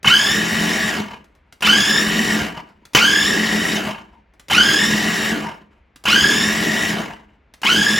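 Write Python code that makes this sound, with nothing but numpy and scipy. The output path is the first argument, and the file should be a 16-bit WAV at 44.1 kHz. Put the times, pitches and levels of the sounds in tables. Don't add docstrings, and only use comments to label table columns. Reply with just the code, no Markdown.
import sys
import numpy as np
from scipy import signal
from scipy.fft import rfft, irfft, next_fast_len
from scipy.io import wavfile
from scipy.ndimage import uniform_filter1d, map_coordinates

SR = 44100
rng = np.random.default_rng(int(sys.argv[2]) if len(sys.argv) > 2 else 0)


def wrap_up_sound(samples):
    columns = np.atleast_2d(samples).T
    tamed = np.clip(columns, -1, 1)
    steps = np.round(tamed * 32767).astype(np.int16)
    wavfile.write(sys.argv[1], SR, steps)


N = 352359
T = np.arange(N) / SR

# drive engages in seconds, button touched this many seconds before that,
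# soup up to speed this many seconds after, let go this many seconds after, churn level in dB,
# drone level in dB, level of the first knock in dB.
PULSES = [(0.045, 0.1, 0.36, 0.85, -20, -25.5, 0.5), (1.622, .097, .46, 0.74, -19.5, -24.5, -0.5),
          (2.949, .096, .42, .81, -20, -24, 3.5), (4.499, .1025, .46, .80, -20, -25, -7),
          (6.054, .0944, .48, 0.85, -20, -24.5, -2.5), (7.632, .0935, .46, .8, -21, -25, -0.5)]
# frequency in Hz, width in Hz, level in dB.
HOUSING = [(864, 300, -5), (1178, 100, 3), (1406, 64, -0.5), (1658.5, 74, 4), (2056, 42, -7.5),
           (2184, 79, 2.5), (2550, 210, -1), (2820, 170, 6), (3053, 110, 6.5), (4470, 33, -6.5)]
TEETH = 43
FULL_HZ = 1869


def amp(db):
    return 10 ** (np.asarray(db) / 20)


def unit(x):
    return x / np.sqrt(np.mean(x ** 2) + 1e-20)


def along(points, hz):
    f, v = np.transpose(points)
    return np.interp(np.log(hz + 1), np.log(f + 1), v)


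def wobble(rate):
    knots = rng.standard_normal(int(N * rate / SR) + 4)
    return map_coordinates(knots, [T * rate], order=2)


def filtered(x, response):
    m = next_fast_len(N + SR // 4)
    return irfft(rfft(x, m) * response(np.fft.rfftfreq(m, 1 / SR)), m)[..., :N]


def modes(table):
    def response(f):
        total = 0
        for k, (centre, width, db) in enumerate(table):
            damping = 1j * f * width
            total = total + (-1) ** k * amp(db) * damping / (centre * centre - f * f + damping)
        return total
    return response


def patchy(depth_db):
    z = signal.stft(rng.standard_normal(N), nperseg=512)[2]
    field = uniform_filter1d(rng.standard_normal(z.shape), size=6, axis=0)
    field = uniform_filter1d(field, size=6, axis=1)
    return signal.istft(z * amp(depth_db * unit(field)), nperseg=512)[1][:N]


def machine():
    since, whirl, coast, churn_db, drone_db = controls()
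    hz = speed(since, whirl, coast)
    off = 1. * (coast > 0)
    unsteady = (.002 + 0.01178 * (1 - whirl) ** .5) * wobble(50)
    mesh = 2 * np.pi * np.cumsum(hz * (1 + unsteady)) / SR
    turn = mesh / TEETH
    slow = np.clip(1 - hz / FULL_HZ, 0, .6)
    strain = np.clip((FULL_HZ - hz) / 75, 0, 1) * (1 - off)

    whine_db, whine_out_s = -1, .17
    whine = gears(mesh, strain) * amp(whine_db + 5.03 * strain - 66 * slow * off)
    whine = whine * np.clip((whine_out_s - coast) / 0.023, 0, 1)
    whine = whine * np.clip(since / .03, .45, 1)
    churn = soup(turn, slow, strain, off)

    drag_db, surge_db, surge_s = 2, 3, .05
    churn_db = churn_db + drag_db * strain + surge_db * np.exp(-np.abs(since) / surge_s)
    drone_db = drone_db + 2.5 * wobble(14)
    sound = amp(churn_db) * (whine + churn) + amp(drone_db) * base_drone(turn, hz)
    return (since >= 0) * sound


def controls():
    # seconds after letting go,
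    # change of the churn in dB, change of the drone in dB.
    coasting = [(0, -0.5, -0.5), (.1, -2, -2.5), (.2, -10.5, -18), (0.258, -21, -20.5), (.32, -29.5, -21.5),
                (.45, -45.5, -28), (.6, -58.5, -57.5)]
    after, churn_fall, drone_fall = np.transpose(coasting)
    rows = np.array(PULSES)
    now = rows[np.clip(np.searchsorted(rows[:, 0], T) - 1, 0, None)].T
    since = T - now[0]
    whirl = np.clip(since / now[2], 0, 1)
    coast = np.clip(since - now[3], 0, None)
    churn_db = now[4] + np.interp(coast, after, churn_fall)
    drone_db = now[5] + np.interp(coast, after, drone_fall)
    return since, whirl, coast, churn_db, drone_db


def speed(since, whirl, coast):
    loaded_hz, free_hz = 1547, 1859.4
    spin_up_s, slow_down_s = .06, .25
    head_start_s = .017
    leap = np.tanh((np.abs(since) + head_start_s) / spin_up_s)
    return (loaded_hz + (free_hz - loaded_hz) * whirl) * leap * np.exp(-coast / slow_down_s)


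def gears(mesh, strain):
    # clean line level in dB, blurred band level
    # in dB, band width in Hz, gain of the band under strain in dB, depth of the throb with the turn 0-1.
    multiples = [(-15, -2, 130, -1.5, 1), (-4, -14.5, 360, 10.5, .2), (-32, -10, 640, 5, 0.3),
                 (-30.5, -12, 700, 3, 0.2), (-38, -21, 970, 4, 0.03), (-46, -33, 480, 13, 0)]
    # blade turns above the mesh # rate
    # (rounded to whole turns, halves to the even one), level in dB.
    sidebands = [(-7, -13), (-4, -4.5), (-4, -13), (-1, -11), (-0.5, -13.5), (2.5, -3), (4.5, -15.5)]
    whine = 0
    for k, (line_db, band_db, width_hz, strain_db, throb) in enumerate(multiples):
        a, b = rng.uniform(0, 2 * np.pi, size=2)
        phase = (k + 1) * mesh
        swing = 1 + throb * (np.sin(mesh / TEETH + a) + np.sin(2 * mesh / TEETH + b))
        line = amp(line_db + 2.0 * wobble(30)) * (1 - .8 * strain) * np.sin(phase)
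        band = wobble(width_hz) * np.sin(phase) + wobble(width_hz) * np.cos(phase)
        whine = whine + swing * (line + amp(band_db + strain_db * strain) * band)
    for turns, db in sidebands:
        phase = (1 + round(turns) / TEETH) * mesh + rng.uniform(0, 2 * np.pi)
        whine = whine + amp(db + 2.5 * wobble(12)) * (1 - strain) * np.sin(phase)

    def housing_colour(f):
        low_cut = 1 + (950 / (f + 1)) ** 4
        return (0.67 + 1.4 * modes(HOUSING)(f)) / low_cut
    return filtered(unit(whine), housing_colour)


def soup(turn, slow, strain, off):
    # frequency in Hz, relative level in dB.
    churn_colour = [(18, -48.5), (30, -15), (124, -16), (205, -6.5), (260, -19.5), (994, -21.5),
                    (1870, -13), (3340, -18.5), (7550, -23), (8300, -25), (10900, -30.5), (14600, -30.5),
                    (15900, -24.5), (16300, -45.5)]
    # frequency in Hz, width in Hz, level in dB.
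    bowl = [(618, 45, -6.5), (678, 80, 0.5), (926, 27, 4), (1036, 14, -2.5)]
    mains_hz = 120
    beat_db = .9 * np.sin(2 * turn) + 1.1 * np.sin(2 * np.pi * mains_hz * T) + 1.1 * wobble(150)
    beat = amp(beat_db)
    splash = unit(filtered(beat * patchy(depth_db=2.5), lambda f: amp(along(churn_colour, f))))
    rattle = unit(filtered(beat * patchy(depth_db=1.0), modes(HOUSING))) * amp(3.7 * slow)
    gurgle = unit(filtered(amp(3.5 * wobble(18)) * rng.standard_normal(N), modes(bowl[:2])))
    gurgle = gurgle * amp(-16.5 - 15 * strain + 1.7 * slow * off)
    slump = unit(filtered(amp(4.5 * wobble(25)) * rng.standard_normal(N), modes(bowl[2:])))
    slump = slump * amp(-32.5 + 41.2 * slow * off)
    churn = amp(-5.5) * splash + amp(-9.0) * rattle + gurgle + slump
    dull = filtered(churn, lambda f: 1 / (1 + (f / 1800) ** 2.2))
    spray = (churn - dull) * amp(-27 * slow * off)
    lumps = amp(slow * (5.5 * np.sin(2 * turn) + 8.2 * wobble(22)))
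    return lumps * (dull + spray)


def base_drone(turn, hz):
    # frequency in Hz, width in Hz, level in dB.
    base = [(118, 23, -17), (172.5, 14, -6.5), (213, 16.2, 1), (312.5, 46, -12), (410.2, 66, -14)]
    jolts = np.diff(np.floor(turn / (2 * np.pi)), prepend=0) * amp(2.5 * wobble(40))
    shake = unit(jolts) + 1.4 * (hz / FULL_HZ) ** 0.69 * rng.standard_normal(N)

    def base_colour(f):
        dip = 1 - .85 * modes([(259, 46, 0)])(f)
        return modes(base)(f) * dip / (1 + (140 / (f + 1)) ** 4) / (1 + (f / 700) ** 2)
    return unit(filtered(shake, base_colour))


def contacts():
    # start in seconds, level in dB, low part in dB.
    ticks = [(1.2426, -34.5, -6), (1.3514, -41.5, -1), (2.6878, -46, 14.5), (4.3365, -42, 0)]
    # start in seconds, level in dB.
    stops = [(1.039, -19), (2.491, -14), (3.945, -13), (3.98, -21), (5.553, -40), (7.089, -27)]
    button_db, button_low_db, switch_db, switch_low_db = -23, -22, -16, -13
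    switch_s = .015
    rebound_s, rebound_db = .019, -8
    clicks, blows, t = np.zeros(N + SR), np.zeros(N + SR), T[:SR // 10]
    taps = [(s - lead, button_db, button_low_db) for s, lead, *_ in PULSES if s > lead]
    taps += [(s - switch_s, switch_db, switch_low_db) for s, *_ in PULSES]
    taps += ticks
    knocks = [(s, db) for s, *_, db in PULSES]
    knocks += [(s + rebound_s, rebound_db) for s, *_ in PULSES]
    knocks += stops
    for s, db, low_db in taps:
        snap, thud = rng.standard_normal((2, len(t)))
        snap = snap * amp(-60 * t / .055)
        thud = uniform_filter1d(thud, size=14) * amp(low_db + 8.0 - 60 * t / 0.16)
        clicks[round(s * SR):][:len(t)] += amp(db - 11) * (snap + thud)
    for s, db in knocks:
        blow = amp(db - 18 - 60 * t / 0.024) * rng.standard_normal(len(t))
        blows[round(s * SR):][:len(t)] += blow

    def knock_colour(f):
        direct = 0.2 * f / (f + 400) / (1 + (f / 7000) ** 2)
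        return 6.5 * modes(HOUSING)(f) + direct
    soft_clicks = filtered(clicks[:N], lambda f: 1 / (1 + (f / 8000) ** 2))
    return soft_clicks + filtered(blows[:N], knock_colour)


def kitchen(x):
    # frequency in Hz, time to fall by 60 dB in seconds.
    decay = [(200, 0.32), (1500, 0.34), (10000, 0.25)]
    hz, t, z = signal.stft(rng.standard_normal(SR // 2), SR, nperseg=256)
    fading = z * amp(-60 * t / along(decay, hz)[:, None])
    tail = signal.istft(fading, SR, nperseg=256)[1]
    return signal.fftconvolve(x, tail / np.linalg.norm(tail))[:N]


def room_tone():
    # frequency in Hz, relative level in dB.
    tone_colour = [(15, -31), (25, -2.5), (70, 1), (97, -13.5), (224, -16), (1140, -26), (2320, -25.5),
                   (9000, -64), (11700, -79), (19800, -120)]
    noise = rng.standard_normal((2, N))
    return amp(-55.5) * unit(filtered(noise, lambda f: amp(along(tone_colour, f))))


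def scene():
    # frequency in Hz, gain of the side signal in dB.
    spread = [(60, -27), (99, -22), (160, -29.5), (270, -11.5), (450, -9), (740, -8.5), (1220, -8),
              (2010, -10), (3330, -18), (4300, -39.5), (6500, -38.5), (8000, -10.5), (15000, -11)]
    # frequency in Hz, left over right in dB.
    lean = [(60, 0), (180, 0.4), (550, 3), (1650, 1.5), (3500, 0.0), (15000, 1.5)]
    port_lag_s, port_from_hz = .000292, 6880
    near = machine() + contacts()
    tone = room_tone()
    mid = near + amp(-8.0) * kitchen(near) + tone[0]
    side = filtered(kitchen(near) + tone[1], lambda f: amp(along(spread, f)))

    def left_right(f):
        balance = amp(along(lean, f) * [[.5], [-.5]])
        lag = np.pi * port_lag_s * np.clip(f - port_from_hz, 0, None) * [[1], [-1]]
        return balance * np.exp(-1j * lag)
    return filtered(np.array([mid + side, mid - side]), left_right)


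def record(dry):
    top_hz = 16344
    soft = dry / (1 + np.abs(dry) ** 8) ** (1 / 8)
    return filtered(soft, lambda hz: (hz < top_hz) / (1 + (38 / (hz + 1)) ** 4))


dry = scene()
out = record(dry)
wrap_up_sound(out)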